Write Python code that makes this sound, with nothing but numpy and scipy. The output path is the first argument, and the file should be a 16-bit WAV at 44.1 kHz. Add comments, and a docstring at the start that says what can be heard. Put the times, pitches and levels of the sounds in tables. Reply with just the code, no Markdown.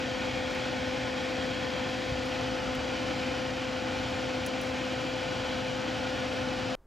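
"""A small five-bladed fan runs steadily beside a soldering bench, heard by two microphones. Shaft harmonics
give its blade tones, coloured noise its airy, faintly whistling hiss, steady lines its motor hum. A moving arm
shifts the colour of the hiss; hot flux spits in short bright puffs of noise, and the wick scrapes once softly.
Decaying low modes make two soft bumps on the bench; a very short noise burst makes one tiny dry click. Near the
end it all cuts off to the dull, faint noise of a quiet room."""
import sys
import numpy as np
from scipy import signal
from scipy.fft import rfft, irfft
from scipy.io import wavfile
from scipy.ndimage import uniform_filter1d

SR = 44100
rng = np.random.default_rng(int(sys.argv[2]) if len(sys.argv) > 2 else 0)


def wav_out(sig):
    """Save sig, one row per channel (or a flat mono array), as 16-bit PCM at SR to the path in sys.argv[1]."""
    wavfile.write(sys.argv[1], SR, np.round(np.clip(np.atleast_2d(sig).T, -1, 1) * 32767).astype(np.int16))


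N = 302673  # samples

SHAFT_HZ, BLADES = 51.28, 5
STOP_S = 6.752  # the bench gives way to the quiet room

# How the fan reaches the two microphones:
# [f/Hz, left-right/dB, likeness 0-1, phase by which left leads/rad]
MIC_PATHS = [(75, -0.2, 0.98, 0.13), (125, 1.0, 0.95, 0.47), (190, 6.0, 0.672, 0.89),
             (255, 3.8, 0.887, 0.23), (310, 2.6, 0.97, 0.38), (365, 3.1, 0.748, 0.48),
             (430, 8.2, 0.701, 0.33), (590, 5.7, 0.769, 0.57), (720, 1.4, 0.84, 0.08),
             (880, -1.9, 0.7, -0.35), (1050, 5.0, 0.68, -0.5), (1230, 3.5, 0.6, 0.05),
             (1450, 0.8, 0.77, 0.55), (1750, 2.6, 0.76, 0.11), (1950, 1, 0.92, 0.05), (2150, 0.2, 0.99, 0),
             (2400, 0, 0.999, 0), (2750, 0, 0.985, 0.1), (3000, -0.3, 0.96, 0.33), (3400, 0, 0.98, 0.25),
             (3520, 0, 1, 0)]


def gain_of(db):
    """Decibels to an amplitude factor."""
    return 10 ** (np.asarray(db) / 20)


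def evened(x):
    """Scales to an rms of 1."""
    return x / np.sqrt(np.mean(x ** 2) + 1e-20)


def read(points, hz, axis=1):
    """One column of a table, joined by straight lines over log frequency."""
    table = np.array(points, float)
    return np.interp(np.log(hz + 1), np.log(table[:, 0] + 1), table[:, axis])


def bell_lifts(bells, hz):
    """Sum of bell-shaped lifts in dB, from rows of f/Hz, width/Hz, lift/dB."""
    return sum(db * np.exp(-2 * ((hz - f) / width) ** 2) for f, width, db in bells)


def add(mix, s, sound):
    """Mixes a sound in at time s, cut at the end of the mix."""
    part = mix[round(s * SR):][:len(sound)]
    part += sound[:len(part)]


def seconds():
    """Time of every sample."""
    return np.arange(N) / SR


def bins():
    """Frequencies of a full-length spectrum."""
    return np.fft.rfftfreq(N, 1 / SR)


def white():
    """Spectrum of fresh white noise."""
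    return rfft(rng.standard_normal(N))


def drift(rate_hz):
    """Random wander of rms 1, rolled off above the given rate."""
    return evened(irfft(white() / (1 + (bins() / rate_hz) ** 4), N))


def treble_lag(hz, above_hz=7520, level_hz=7250, lag_s=.000256):
    """Above above_hz the left channel's top treble turns in phase against the right, more so with rising
    frequency; phase is zero at level_hz."""
    return np.exp(-2j * np.pi * (hz > above_hz) * (hz - level_hz) * lag_s)


def tone(turns, hz, db, balance_db, flutter):
    """One line at both microphones; turbulence shakes its strength and phase."""
    shake = 1 + flutter * (drift(30) + 1j * drift(19))
    side = np.array([[.5], [-.5]])  # left, right
    phase = 2 * np.pi * (turns + rng.random()) + side * read(MIC_PATHS, hz, axis=3)
    line = shake * np.exp(1j * phase)
    return np.sqrt(2) * gain_of(db + side * balance_db) * line.real


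def blade_swell(lift_db=-0.16):
    """Level change of the blade-passing tone in dB: a small trim and one smooth dip."""
    # The dip: [middle t/s, half-width/s, depth/dB]
    tone_dip = (5.1, 0.37, -1.7)
    middle_s, width_s, depth_db = tone_dip
    return lift_db + depth_db * np.exp(-((seconds() - middle_s) / width_s) ** 2)


def blades(turns, pass_flutter=0.15, octave_flutter=0.0091, weak_flutter=0.32):
    """Shaft harmonics; the blade-passing tone dips once, its octave is the steadiest."""
    # Fan tones, strongest at the blade-passing tone and its octave:
    # [multiple of shaft speed, level/dB before swell and flutter, left-right/dB]
    fan_tones = [(4, -53.3, 8.4), (5, -41.2, -3.0), (7, -57.3, -2.8), (10, -38.8, 6.4), (15, -54.1, 4.5),
                 (20, -61.0, 6.0), (25, -57.5, 3.6), (30, -57.9, 1.9), (35, -58.0, 2.6), (50, -59.5, -0.1),
                 (55, -63.0, 0.1)]
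    flutters = {BLADES: pass_flutter, 2 * BLADES: octave_flutter}
    out = np.zeros((2, N))
    for k, db, balance_db in fan_tones:
        swell_db = blade_swell() if k == BLADES else 0
        out += tone(k * turns, k * SHAFT_HZ, db + swell_db, balance_db, flutters.get(k, weak_flutter))
    return out


def reflections(rush, wander_db=1.05, size=1024):
    """An arm near the work ripples the colour of the rush; small movements keep it wandering."""
    # The solderer's arm: [t/s, nearness: 1 close, 0 usual, below 0 drawn back]
    arm = [(2.05, 1), (2.25, -0.15), (4.4, 0.022), (4.8, -0.03)]
    # What the arm's reflection does at nearness 1: [f/Hz, width/Hz, lift/dB]
    arm_ripple = [(1300, 110, -3), (1820, 170, 3.5), (2240, 89, 3.5), (2510, 61, 3), (2580, 90, -0.5),
                  (2900, 290, -2), (3240, 140, 2.8), (3660, 60, 1), (3850, 120, 1)]
    hz, t, z = signal.stft(rush, SR, nperseg=size)
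    nearness = np.interp(t, *np.transpose(arm))
    patches = rng.standard_normal((len(t), len(hz)))
    patches = uniform_filter1d(patches, size=40, axis=0)  # slow in time
    patches = uniform_filter1d(patches, size=2, axis=1)  # fine in frequency
    wander = wander_db * evened(patches).T * (hz > 1000)[:, None]
    lift_db = bell_lifts(arm_ripple, hz)[:, None] * nearness + wander
    return signal.istft(z * gain_of(lift_db), SR, nperseg=size)[1][:, :N]


def eased_hiss(rush, hiss_hz=1300, start_db=0.12, sag_db_per_s=0.0872):
    """The rush above hiss_hz eases off steadily from a slight lift at the start."""
    hiss = irfft(rfft(rush) * (bins() > hiss_hz), N)
    return rush - hiss + hiss * gain_of(start_db - sag_db_per_s * seconds())


def air(turns, level_db=-34.5, swell_db=0.27, flicker_db=0.37, chop=0.017):
    """Turbulence coloured by the housing, faintly chopped by the passing blades."""
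    # Rush of air through the fan: [f/Hz, relative level per Hz/dB]
    air_colour = [(20.0, -50), (35.0, -19), (55.0, -3), (90.0, 0), (190.0, -6), (410.0, -11), (640.0, -7),
                  (1130.0, -11), (2100.0, -10.5), (3600.0, -14), (4800.0, -16.5), (7000.0, -27),
                  (9000.0, -40.5), (15000.0, -51.5)]
    # Resonances of the housing and bench: [f/Hz, width/Hz, lift/dB]
    housing = [(135, 36, 1.5), (251.5, 42, 8), (311.3, 52.4, 10), (392, 26, 2), (473, 39, 4.5),
               (543, 106, 4.5), (701, 38, 5.5), (777, 79, 1.2), (822, 37, 2.5), (864, 38, 6), (1042, 53, 3),
               (1120, 33, -3), (1170, 46, 1.6), (1320, 70, 0.7), (1428, 55, 5.2), (1476, 69, 4.5),
               (1720, 310, 0.8), (2210, 80, 0.9), (2350, 150, 1.5), (2415, 77, 5), (2594, 83, 3.5),
               (2830, 130, 2), (2943, 100, 3), (3058, 140, 4.5), (3180, 75, 3), (3330, 117, 4.5),
               (3550, 60, 0), (3740, 60, 0.5), (3770, 80, -3.5), (3800, 90, 2.2), (3990, 90, 0.5),
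               (5870, 260, 2), (6540, 200, 1.5), (7740, 860, 2.5), (10900, 3260, 6.5)]
    hz = bins()
    colour = gain_of(read(air_colour, hz) + bell_lifts(housing, hz))
    side_gain = gain_of(read(MIC_PATHS, hz) / 2)
    same = np.clip(read(MIC_PATHS, hz, axis=2), 0, 1)
    shared = white()
    left = shared * side_gain * np.exp(1j * read(MIC_PATHS, hz, axis=3)) * treble_lag(hz)
    right = (same * shared + np.sqrt(1 - same ** 2) * white()) / side_gain
    rush = evened(reflections(irfft(np.array([left, right]) * colour, N)))
    rush = eased_hiss(rush)
    blade_pass = np.cos(2 * np.pi * BLADES * turns)
    unsteady_db = swell_db * drift(2.9) + flicker_db * drift(42)
    return rush * gain_of(level_db + unsteady_db) * (1 + chop * blade_pass)


def whistle(waver_hz=14, swell_db=1.0):
    """Air sings faintly at the grille: a narrow band that wavers in pitch, and comes and goes."""
    # A breathy whistle on the main treble resonance: [middle f/Hz, width/Hz, level/dB]
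    grille = (2412, 24, -58.5)
    hz, width_hz, db = grille
    turns = np.cumsum(hz + waver_hz * drift(3)) / SR
    breath = drift(width_hz) + 1j * drift(width_hz)
    band = breath * np.exp(2j * np.pi * turns)
    return gain_of(db) * evened(band.real * gain_of(swell_db * drift(2.5)))


def motor(trim_db=-0.94, flutter=0.34):
    """Electrical hum and whine: lines of steady pitch with a shaken level and phase."""
    # Mains hum and two motor whines: [f/Hz, level/dB before trim and flutter, left-right/dB]
    hum = [(119.9, -49.9, -0.1), (751.7, -51.8, -1.6), (872.5, -58.5, -6.5)]
    t = seconds()
    return sum(tone(hz * t, hz, db + trim_db, balance_db, flutter) for hz, db, balance_db in hum)


def flux(burst_s=0.0032, tail_s=.012, tail_db=-16):
    """Boiling flux and the solder wick: each spit, and the one soft scrape, is a double pop and a little fizz,
    with a brief scatter off the board."""
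    # Spits, and at 2.252 s one slow-rising soft scrape of the wick: [t/s, level/dB of the first pop, rise/s]
    spits = [(.504, -57, .003), (.544, -58, .003), (2.252, -57, .008), (4.462, -35, .0005),
             (4.613, -44.5, 0.0011), (4.633, -56, .003), (4.664, -58, .001)]
    # Colour of a spit: [f/Hz, relative level per Hz/dB]
    spit_colour = [(2000, -25), (6000, 2), (8000, -5), (9200, 3), (10400, 6.5), (11600, -2), (12500, -1),
                   (13500, -3), (15300, -4), (16000, -7)]
    afterpop_s, afterpop_db = 0.0065, -10  # against the first pop
    fizz_s, fizz_db, fizz_count = 0.046, -65, 4  # tiny bubbles at random within fizz_s
    t, puffs, hz = np.arange(SR // 16) / SR, np.zeros(N), bins()
    for s, db, rise_s in spits:
        after = np.maximum(t - rise_s, 0)
        fall = np.exp(-after / burst_s) + gain_of(tail_db) * np.exp(-after / tail_s)
        envelope = np.minimum(t / rise_s, 1) * fall
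        pops = [(0, db), (afterpop_s, db + afterpop_db)]
        fizz = [(fizz_s * chance, fizz_db) for chance in rng.random(fizz_count)]
        for delay_s, pop_db in pops + fizz:
            add(puffs, s + delay_s, gain_of(pop_db) * envelope * rng.standard_normal(len(t)))
    right = rfft(puffs) * evened(gain_of(read(spit_colour, hz)))
    return irfft(np.array([right * treble_lag(hz), right]), N)


def bump(rise_s=.004, low_cut_hz=36):
    """A soft push rings the low modes of the bench; the microphone drops the deepest part."""
    # Soft bumps: [t/s, level/dB]
    bumps = [(2.1211, -20.8), (2.7835, -27)]
    # What the bench rings with: [f/Hz, relative level/dB, t60/s]
    bench_modes = [(135, -9, .07), (100, 0, .05), (70, -9, .3), (48, -18, .3)]
    t, out = np.arange(SR // 2) / SR, np.zeros(N)
    ring = np.zeros(len(t))
    for hz, db, t60 in bench_modes:
        ring += gain_of(db) * np.exp(-np.log(1000) * t / t60) * np.sin(2 * np.pi * hz * t)
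    for s, db in bumps:
        add(out, s, gain_of(db) * ring * (1 - np.exp(-t / rise_s)))
    low_cut = 1 - 1 / (1 + (bins() / low_cut_hz) ** 6)
    return irfft(rfft(out) * low_cut, N)


def click():
    """One tiny dry click, the same at both microphones: noise under a very short envelope."""
    # The click: [t/s, level/dB, length/s: twice the time to its peak]
    dry_click = (2.7518, -47, .0005)
    # Colour of the dry click: [f/Hz, relative level per Hz/dB]
    click_colour = [(2000, -6), (5500, 2), (8500, -1), (12000, 0), (15500, -1), (18000, -12)]
    s, db, length_s = dry_click
    t, out = np.arange(SR // 100) / SR, np.zeros(N)
    envelope = t / length_s * np.exp(2 - 2 * t / length_s)
    add(out, s, gain_of(db) * envelope * rng.standard_normal(len(t)))
    return irfft(rfft(out) * evened(gain_of(read(click_colour, bins()))), N)


def room(level_db=-58.4):
    """Dull, faint background noise, the same at both microphones."""
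    # The quiet room: [f/Hz, relative level per Hz/dB]
    room_colour = [(10, -4), (30, 0), (70, -5), (120, -14), (200, -20), (420, -18), (1300, -28),
                   (2700, -43), (15000, -51)]
    return gain_of(level_db) * evened(irfft(white() * gain_of(read(room_colour, bins())), N))


def scene():
    """The fan's speed wanders very slightly; the bench sounds give way abruptly to a quiet room."""
    speed_hz = SHAFT_HZ * (1 + .0006 * drift(.6) + .0003 * drift(8))
    turns = np.cumsum(speed_hz) / SR
    fan = blades(turns) + air(turns) + whistle() + motor()
    bench = fan + flux() + bump() + click()
    return np.where(seconds() < STOP_S, bench, room())


def record(dry, edge_hz=15800):
    """Steep low-pass that limits the band of both channels."""
    low_pass = signal.firwin(511, edge_hz, window=("kaiser", 9), fs=SR)
    return signal.oaconvolve(dry, low_pass[None], "same")


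dry = scene()
out = record(dry)
wav_out(out)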